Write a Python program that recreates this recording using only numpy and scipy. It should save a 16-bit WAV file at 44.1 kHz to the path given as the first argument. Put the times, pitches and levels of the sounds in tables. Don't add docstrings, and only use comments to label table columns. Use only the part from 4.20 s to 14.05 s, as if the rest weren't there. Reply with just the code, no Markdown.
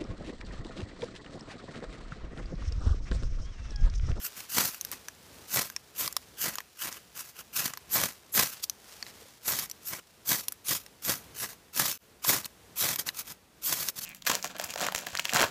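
import sys
import numpy as np
from scipy import signal
from scipy.fft import rfft, irfft
from scipy.io import wavfile
from scipy.ndimage import map_coordinates

SR = 44100
rng = np.random.default_rng(int(sys.argv[2]) if len(sys.argv) > 2 else 0)


def to_wav(s):
    ch = np.atleast_2d(s).T
    pcm = np.round(np.clip(ch, -1, 1) * 32767)
    wavfile.write(sys.argv[1], SR, pcm.astype(np.int16))


N = 434385
T = np.arange(N) / SR


def amp(db):
    return 10 ** (np.asarray(db) / 20)


def unit(x):
    return x / np.sqrt(np.mean(x ** 2) + 1e-20)


def add(mix, s, sound):
    part = mix[max(round(s * SR), 0):][:len(sound)]
    part += sound[:len(part)]


def colour(x, spectrum, size=4096):
    hz, db = np.transpose(spectrum)
    bin_hz = abs(np.fft.fftfreq(size, 1 / SR))
    log_gain = np.log(amp(np.interp(np.log(bin_hz + 1), np.log(hz), db)))
    minimum_phase = np.exp(np.conj(signal.hilbert(log_gain)))
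    taps = np.fft.ifft(minimum_phase).real
    return signal.oaconvolve(x, taps[:size // 2])[:len(x)]


def resonate(x, hz, width_hz):
    turn = np.exp(2j * np.pi * np.cumsum(hz * np.ones(len(x))) / SR)
    r = np.exp(-np.pi * width_hz / SR)
    smoothed = signal.lfilter([1 - r], [1, -r], x / turn + 1e-18)
    return 2 * (turn * smoothed).real


def wander(rate_hz):
    slowness = np.exp(-(np.fft.rfftfreq(N, 1 / SR) / rate_hz) ** 2)
    return unit(irfft(rfft(rng.standard_normal(N)) * slowness, N))


def grains(per_s, spread_db, largest=4.44):
    size = amp(spread_db * np.minimum(rng.exponential(1, N), largest))
    sign = np.sign(rng.standard_normal(N))
    return unit(size * sign * (rng.random(N) < per_s / SR))


# [dB per Hz, relative]
AIR_SPECTRUM = [(15, -33), (25, -31), (59, -0.5), (144, -4.5), (178, -3.5), (227, -4), (260, -6),
                (305, -7.5), (340, -6), (368, -7), (445, -5), (552, -8.5), (997, -12.5), (12800, -24),
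                (15500, -27)]


def air(level_db=-59.5, swell_db=2.5):
    hush = unit(colour(rng.standard_normal(N), AIR_SPECTRUM))
    return amp(level_db) * hush * amp(swell_db * wander(rate_hz=2.5))


# [dB per Hz, relative]
CLOTH_SPECTRUM = [(60, -24), (400, -4), (1200, -2), (2500, -2.5), (5500, -1), (9000, -6), (15000, -8)]
# time_s [s], level_db [dB]
SLEEVE_STIR = [(0, -60.5), (5.2, -60), (5.9, -62.5), (7.45, -66.5), (9.85, -73)]
# loudest_s [s], length_s [s], level_db [dB]
HAND_SHIFTS = [(.15, 0.98, -53), (0.67, 0.6, -54), (1.215, 0.49, -56), (2.047, 0.26, -60),
               (4.364, 0.24, -51), (4.75, 0.38, -53), (4.88, .1, -52.5), (5.04, 0.38, -55.5)]


def rustle():
    crumple = amp(1.2 * wander(rate_hz=50))
    friction = grains(per_s=6000, spread_db=3.5, largest=4.5) * crumple
    power = amp(np.interp(T, *np.transpose(SLEEVE_STIR))) ** 2
    for loudest_s, length_s, level_db in HAND_SHIFTS:
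        arch = np.cos(np.pi * np.clip((T - loudest_s) / length_s, -.5, .5))
        power += (amp(level_db) * arch) ** 2
    return np.sqrt(power) * unit(colour(friction, CLOTH_SPECTRUM))


def surroundings(x, stones_db=-19, stones_t60=0.022, trees_db=-33, trees_t60=0.3, size=16000):
    t = np.arange(size) / SR
    tails = []
    for db, t60 in [(stones_db, stones_t60), (trees_db, trees_t60)]:
        fading = rng.standard_normal(size) * amp(-60 * t / t60)
        tails.append(amp(db) * unit(fading * (t > .002)))
    echo = colour(sum(tails) / np.sqrt(size), [(1500, 5.0), (6000, 4.9), (14000, 8.9)])
    return signal.oaconvolve(x, echo)[:N]


# start_s [s], level_db [dB, before the soft onset], pitch_hz [Hz], t60_s [s]
TWIG_BUMPS = [(5.021, -40.5, 455, .04), (5.055, -43, 520, .03), (8.048, -12, 1040, 0.0078),
              (8.058, -26, 1690, .012)]


def bumps(rise_s=0.0011, size=3000):
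    out, t = np.zeros(N), np.arange(size) / SR
    for start_s, level_db, pitch_hz, t60_s in TWIG_BUMPS:
        envelope = amp(level_db - 60 * t / t60_s) * (1 - np.exp(-t / rise_s))
        add(out, start_s, envelope * np.sin(2 * np.pi * pitch_hz * t))
    return out


# pitch_hz [Hz], width_hz [Hz], level_db [dB]
STEEL_MODES = [(1105, 220, 7), (1780, 610, 7), (3060, 290, -39.5), (4970, 650, -18), (5480, 690, -7.5),
               (8400, 1000, -12), (10500, 1600, -7), (12400, 1600, -1.5)]
# lows_db [dB], top_db [dB], bright_ring_db [dB]
ROD_CLICKS = [(0.611, -17, 2980, 6300, -35, -12, 1.5), (0.649, -19, 1670, 12600, -25.5, -17, 0),
              (0.715, -20.5, 1850, 12100, -27, -11, 0), (0.884, -22, 1680, 5940, -14.5, -18, 4),
              (1.5, -25, 1590, 6270, -16, -10, -5), (1.563, -16, 2450, 5460, -20.5, -28, -1),
              (1.877, -15, 1130, 4780, -17.5, -15, -1), (1.926, -23.5, 1630, 7400, -26, -9, -2),
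              (1.966, -10, 1230, 5340, -21, -15, -3), (2.355, -19.5, 1510, 6800, -20, -5, 0),
              (2.384, -18, 1190, 5460, -14.5, -26, -7), (2.404, -25, 1780, 14000, -13, -15, -2),
              (2.726, -25, 1510, 6300, -23, -21, 0), (3.479, -21, 1610, 5890, -17, -11, -4),
              (3.536, -22.5, 1160, 5450, -16, -25, -18), (3.573, -24, 1050, 12040, -20, -22, -2),
              (4.497, -13, 1260, 6100, -30.5, -19.5, 2.5), (4.826, -19.5, 1830, 4430, -10, -37, 8.5),
              (4.865, -31, 2050, 3930, -10, -33, 3), (5.389, -14.5, 2270, 13000, -26, -13, -7),
              (5.498, -26, 2120, 7200, -23, -12, 0), (5.513, -21, 2780, 5930, -29, -8, 3),
              (6.283, -12.5, 2840, 10500, -29.5, -16, 0), (6.322, -20.5, 1420, 12200, -27.5, -13, 0),
              (6.663, -32.5, 2790, 5370, -18, -18, -5), (8.245, -23.5, 2140, 4300, -32, -20, 10),
              (8.759, -15.5, 2260, 13400, -21, -14, 3), (8.796, -15, 1550, 11900, -30, -12, 0),
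              (8.889, -13, 2860, 3980, -15, -17, 1), (9.686, -12, 2130, 6300, -23.5, -17, -1)]


def clicks(crush=0.12, crush_s=.00035, dull_db=10, bright_db=-3, low_db=4, top_db=6, level_db=-21,
           ring_t60=0.013, size=1500):
    out, t = np.zeros(N), np.arange(size) / SR
    u = t / crush_s
    force = (u / 2) ** 2 * np.exp(2 - u)
    impact = np.arange(size) == np.argmax(force)
    slide = .2 * amp(-60 * t / .016) * (1 - np.exp(-u / 2))
    skid = crush * force + slide
    ring_width_hz = np.log(1000) / (np.pi * ring_t60)
    for start_s, click_db, dull_hz, bright_hz, lows, top, ring_db in ROD_CLICKS:
        blow = impact + skid * rng.standard_normal(size)
        body = sum(amp(mode_db) * resonate(blow, hz, width_hz) for hz, width_hz, mode_db in STEEL_MODES)
        body = colour(body, [(300, lows - 6), (900, lows + low_db), (2200, lows + low_db),
                             (4500, -2.6), (7000, -2.4), (11000, top + top_db)])
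        dull = unit(resonate(impact, dull_hz, ring_width_hz))
        bright = unit(resonate(impact, bright_hz, ring_width_hz))
        click = unit(body) + amp(lows + dull_db) * dull + amp(ring_db + bright_db) * bright
        add(out, start_s, amp(click_db + level_db) * unit(click))
    return out


# bite_s [s, full bite], rise_s [s], slide_s [s],
# release_s [s], rasp_db [dB], rasp_fade [dB per s], ring_db [dB, hollow ring],
# spark_delay_s [s, sparks catch after the bite], flare_db [dB], flare_fade [dB per s],
# zip_db [dB], zip_hz [Hz, mid-zip pitch]; the levels are before each layer's trim
FULL_STROKES = [(0.064, 0.19, 0.0032, 0.031, -37, 55, -43, -0.01, -69, 103, -34, 12900),
                (0.369, 0.11, 0.086, 0.23, -26.5, 35, -36.5, 0.0064, -35.5, 104, -37, 12500),
                (1.368, 0.13, 0.066, 0.21, -29, 93, -39.5, 0.0061, -34, 200, -28.5, 13700),
                (1.814, 0.094, 0.048, 0.092, -33, 6, -41, -0.0038, -47.5, 22, -30.5, 13200),
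                (2.231, 0.083, 0.033, 0.17, -30.5, 27, -37.5, 0.027, -38.5, 75, -33, 12900),
                (2.626, 0.077, 0.061, 0.042, -35, 79, -39, 0.026, -47.5, 45, -47, 12800),
                (2.992, 0.065, 0.011, 0.11, -36.5, 229, -43, -0.014, -53.5, 150, -52, 12500),
                (3.373, 0.06, 0.1, 0.27, -27.5, 126, -33.5, 0.021, -45, 93, -38, 13900),
                (3.755, 0.085, 0.095, 0.15, -29.5, 32, -41, 0.0042, -36.5, 59, -23.5, 13300),
                (4.169, 0.043, 0.16, 0.12, -23, 113, -33.5, 0.017, -30.5, 240, -25, 13600),
                (5.302, 0.099, 0.14, 0.053, -30, 55, -42, -0.0097, -39, 99, -26.5, 13200),
                (5.695, 0.11, 0.08, 0.022, -39.5, 38, -49.5, 0.034, -44.5, 213, -34, 13100),
                (6.109, 0.078, 0.024, 0.17, -25.5, 9, -39, 0.0069, -35.5, 99, -27.5, 13400),
                (6.492, 0.065, 0.065, 0.084, -30, 0, -41, 0.02, -41.5, 162, -36.5, 10500),
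                (6.879, 0.08, 0.03, 0.2, -29, 47, -41, 0.0071, -38.5, 103, -33, 12500),
                (7.221, 0.11, 0.029, 0.079, -35.5, 25, -44, 0.018, -41, 300, -37, 11000),
                (7.602, 0.097, 0.095, 0.19, -26.5, 55, -37, -0.00092, -36, 150, -34, 11800),
                (8.1, 0.067, 0.051, 0.25, -23, 127, -35.5, -0.0034, -35.5, 83, -24.5, 12800),
                (8.611, 0.074, 0.12, 0.071, -27, 41, -37.5, 0.021, -41, 20, -30, 12700),
                (9.479, 0.086, 0.22, 0.016, -31, 18, -42, 0.014, -45.5, 29, -27, 13300)]
ZIP_LEAD_S, ZIP_S = 0.01, 0.089


def zips(rise_octaves_per_s=4.8, width_hz=1500, waver=0.059, lower_ratio=0.6, lower_db=-9, level_db=-3.0):
    out, noise, wobble = np.zeros(N), rng.standard_normal(N), wander(rate_hz=360)

    def whistle(now, pitch):
        once = resonate(noise[now], pitch, width_hz)
        return unit(resonate(once, pitch, width_hz))

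    for bite_s, *_, zip_db, zip_hz in FULL_STROKES:
        middle_s = bite_s - ZIP_LEAD_S
        now = abs(T - middle_s) < ZIP_S / 2
        glide = 2 ** (rise_octaves_per_s * (T[now] - middle_s))
        pitch = zip_hz * glide * (1 + waver * wobble[now])
        pair = whistle(now, pitch) + amp(lower_db) * whistle(now, lower_ratio * pitch)
        out[now] += amp(zip_db + level_db) * pair * np.hanning(now.sum())
    return out


DEPTH_DB, CURVE = 32, 1.465


def swell(t, rise_s, fall_s):
    return -DEPTH_DB * np.maximum(-t / rise_s, t / fall_s) ** CURVE


# loudest_s [s], rise_s [s], fall_s [s],
# rasp_db [dB], ring_db [dB, hollow ring], flare_db [dB]; the levels are before each layer's trim
LIGHT_RUBS = [(0.193, 0.06, 0.071, -39.5, -46, -52.5), (0.725, 0.019, 0.057, -39, -45, -48.5),
              (2.722, 0.036, 0.11, -46, -59, -55), (2.777, 0.039, 0.012, -46.5, -44, -60),
              (3.076, 0.15, 0.1, -49, -61, -64), (3.2, 0.062, 0.035, -40.5, -43.5, -58),
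              (3.459, 0.019, 0.0096, -26.5, -46, -38.5), (4.438, 0.019, 0.024, -29.5, -55, -63),
              (5.794, 0.037, 0.012, -51, -45, -47), (7.312, 0.064, 0.06, -43, -55, -53.5),
              (8.05, 0.031, 0.018, -28.5, -35.5, -62), (8.259, 0.0084, 0.0056, -29, -59, -42.5),
              (8.792, 0.011, 0.044, -27, -41, -42), (8.867, 0.015, 0.049, -31, -37, -45),
              (9, 0.079, 0.038, -33, -43, -57.5), (9.109, 0.093, 0.045, -40.5, -52, -53),
              (9.793, 0.052, 0.011, -30.5, -48, -48.5), (9.833, 0.053, 0.092, -34.5, -51, -55)]
RING_FOLLOW = 0.77
IGNITE_DB_PER_S = 478
LANDS_DB, LANDING_DB = -20.5, 2


def stroke_levels():
    levels = np.zeros((3, N))
    for (bite_s, rise_s, slide_s, release_s, rasp_db, rasp_fade, ring_db,
         spark_delay_s, flare_db, flare_fade, _, _) in FULL_STROKES:
        now = (T > bite_s - rise_s) & (T < bite_s + slide_s + 2 * release_s)
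        t = T[now] - bite_s
        press = swell(t, rise_s, np.inf)
        lift = -DEPTH_DB * np.maximum(t - slide_s, 0) / release_s
        pressure = press - rasp_fade * np.maximum(t, 0) + lift
        lit = t - spark_delay_s
        fire = np.minimum(IGNITE_DB_PER_S * lit, -flare_fade * lit) + lift
        grip = (1 + np.tanh((press - LANDS_DB) / LANDING_DB)) / 2
        levels[:, now] += grip * amp([rasp_db + pressure, ring_db + RING_FOLLOW * pressure, flare_db + fire])
    for loudest_s, rise_s, fall_s, rasp_db, ring_db, flare_db in LIGHT_RUBS:
        now = (T > loudest_s - rise_s) & (T < loudest_s + fall_s)
        pressure = swell(T[now] - loudest_s, rise_s, fall_s)
        levels[:, now] += amp([rasp_db + pressure, ring_db + RING_FOLLOW * pressure, flare_db + pressure])
    return levels


def stick_slip(slips_per_s=260, slip_s=0.002, depth=0.55, judder_db=1.98):
    slips = abs(grains(per_s=slips_per_s, spread_db=4.0, largest=4.0))
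    surges = unit(signal.lfilter([1], [1, -np.exp(-1 / (slip_s * SR))], slips))
    return unit(1 + depth * surges) * amp(judder_db * wander(rate_hz=65))


def off_the_hand(x, delay_s=0.000686, drift=0.248, echo_gain=.22):
    late = delay_s * np.exp(drift * wander(rate_hz=5.1))
    return unit(x + echo_gain * map_coordinates(x, [(T - late) * SR], order=3))


# [dB per Hz, relative]
RASP_SPECTRUM = [(40, -60), (300, -45), (800, -34), (1300, -13.5), (2000, -18.5), (3200, 1), (4200, -0.5),
                 (5200, 1.5), (6300, 2.5), (8300, -3), (10400, -1), (11400, -1), (13000, 2.5), (15200, -1)]
# [dB per Hz, relative]
FLARE_SPECTRUM = [(20, -52), (55, -11.5), (130, 2), (250, -4.5), (420, -3), (700, -5.5), (1000, -1.5),
                  (1350, -3), (2000, -1.5), (2800, -9.5), (4200, -8.5), (7000, -8.5), (15000, -15.5)]
# [dB, relative]
HOLLOW_MODES = [(1395, 620, -1.5), (2790, 870, 0.5)]


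def scraping(rasp_db=0.0, shavings_db=-4, hollow_db=-2, damping_db=-43, sputter_db=1.2, flare_db=7,
             spit_db=-3, hold_shift=.08):
    rasp_gain, hollow_gain, flare_gain = stroke_levels()
    tearing = rng.standard_normal(N) + amp(shavings_db) * grains(per_s=5000, spread_db=5.0)
    rasp = amp(rasp_db) * off_the_hand(colour(tearing, RASP_SPECTRUM))

    hold = np.exp(hold_shift * wander(rate_hz=6.9))
    hollow = np.zeros(N)
    for pitch_hz, width_hz, level_db in HOLLOW_MODES:
        once = resonate(tearing, pitch_hz * hold, width_hz)
        hollow += amp(level_db) * resonate(once, pitch_hz * hold, width_hz)
    damping = np.hypot(1, flare_gain / amp(damping_db))
    hollow = amp(hollow_db) * unit(hollow) / damping

    burning = grains(per_s=7000, spread_db=3.0) * amp(sputter_db * wander(rate_hz=140))
    flare = amp(flare_db) * unit(colour(burning, FLARE_SPECTRUM))
    spits = amp(spit_db) * grains(per_s=150, spread_db=-2.0)
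    return stick_slip() * (rasp_gain * rasp + hollow_gain * hollow + flare_gain * (flare + spits))


def scene():
    steel = scraping() + zips() + clicks() + bumps()
    return (steel + surroundings(steel) + rustle() + air())[None]


def record(dry, dropout_s=7.776, dropout_db=-40, recover_s=0.022, top_hz=15450):
    since = T - dropout_s
    gapped = dry * amp(dropout_db * (since > 0) * np.exp(-abs(since) / recover_s))
    low_pass = signal.firwin(601, top_hz, window=("kaiser", 8), fs=SR)
    return signal.oaconvolve(gapped, low_pass[None], "same")


dry = scene()
out = record(dry)
to_wav(out)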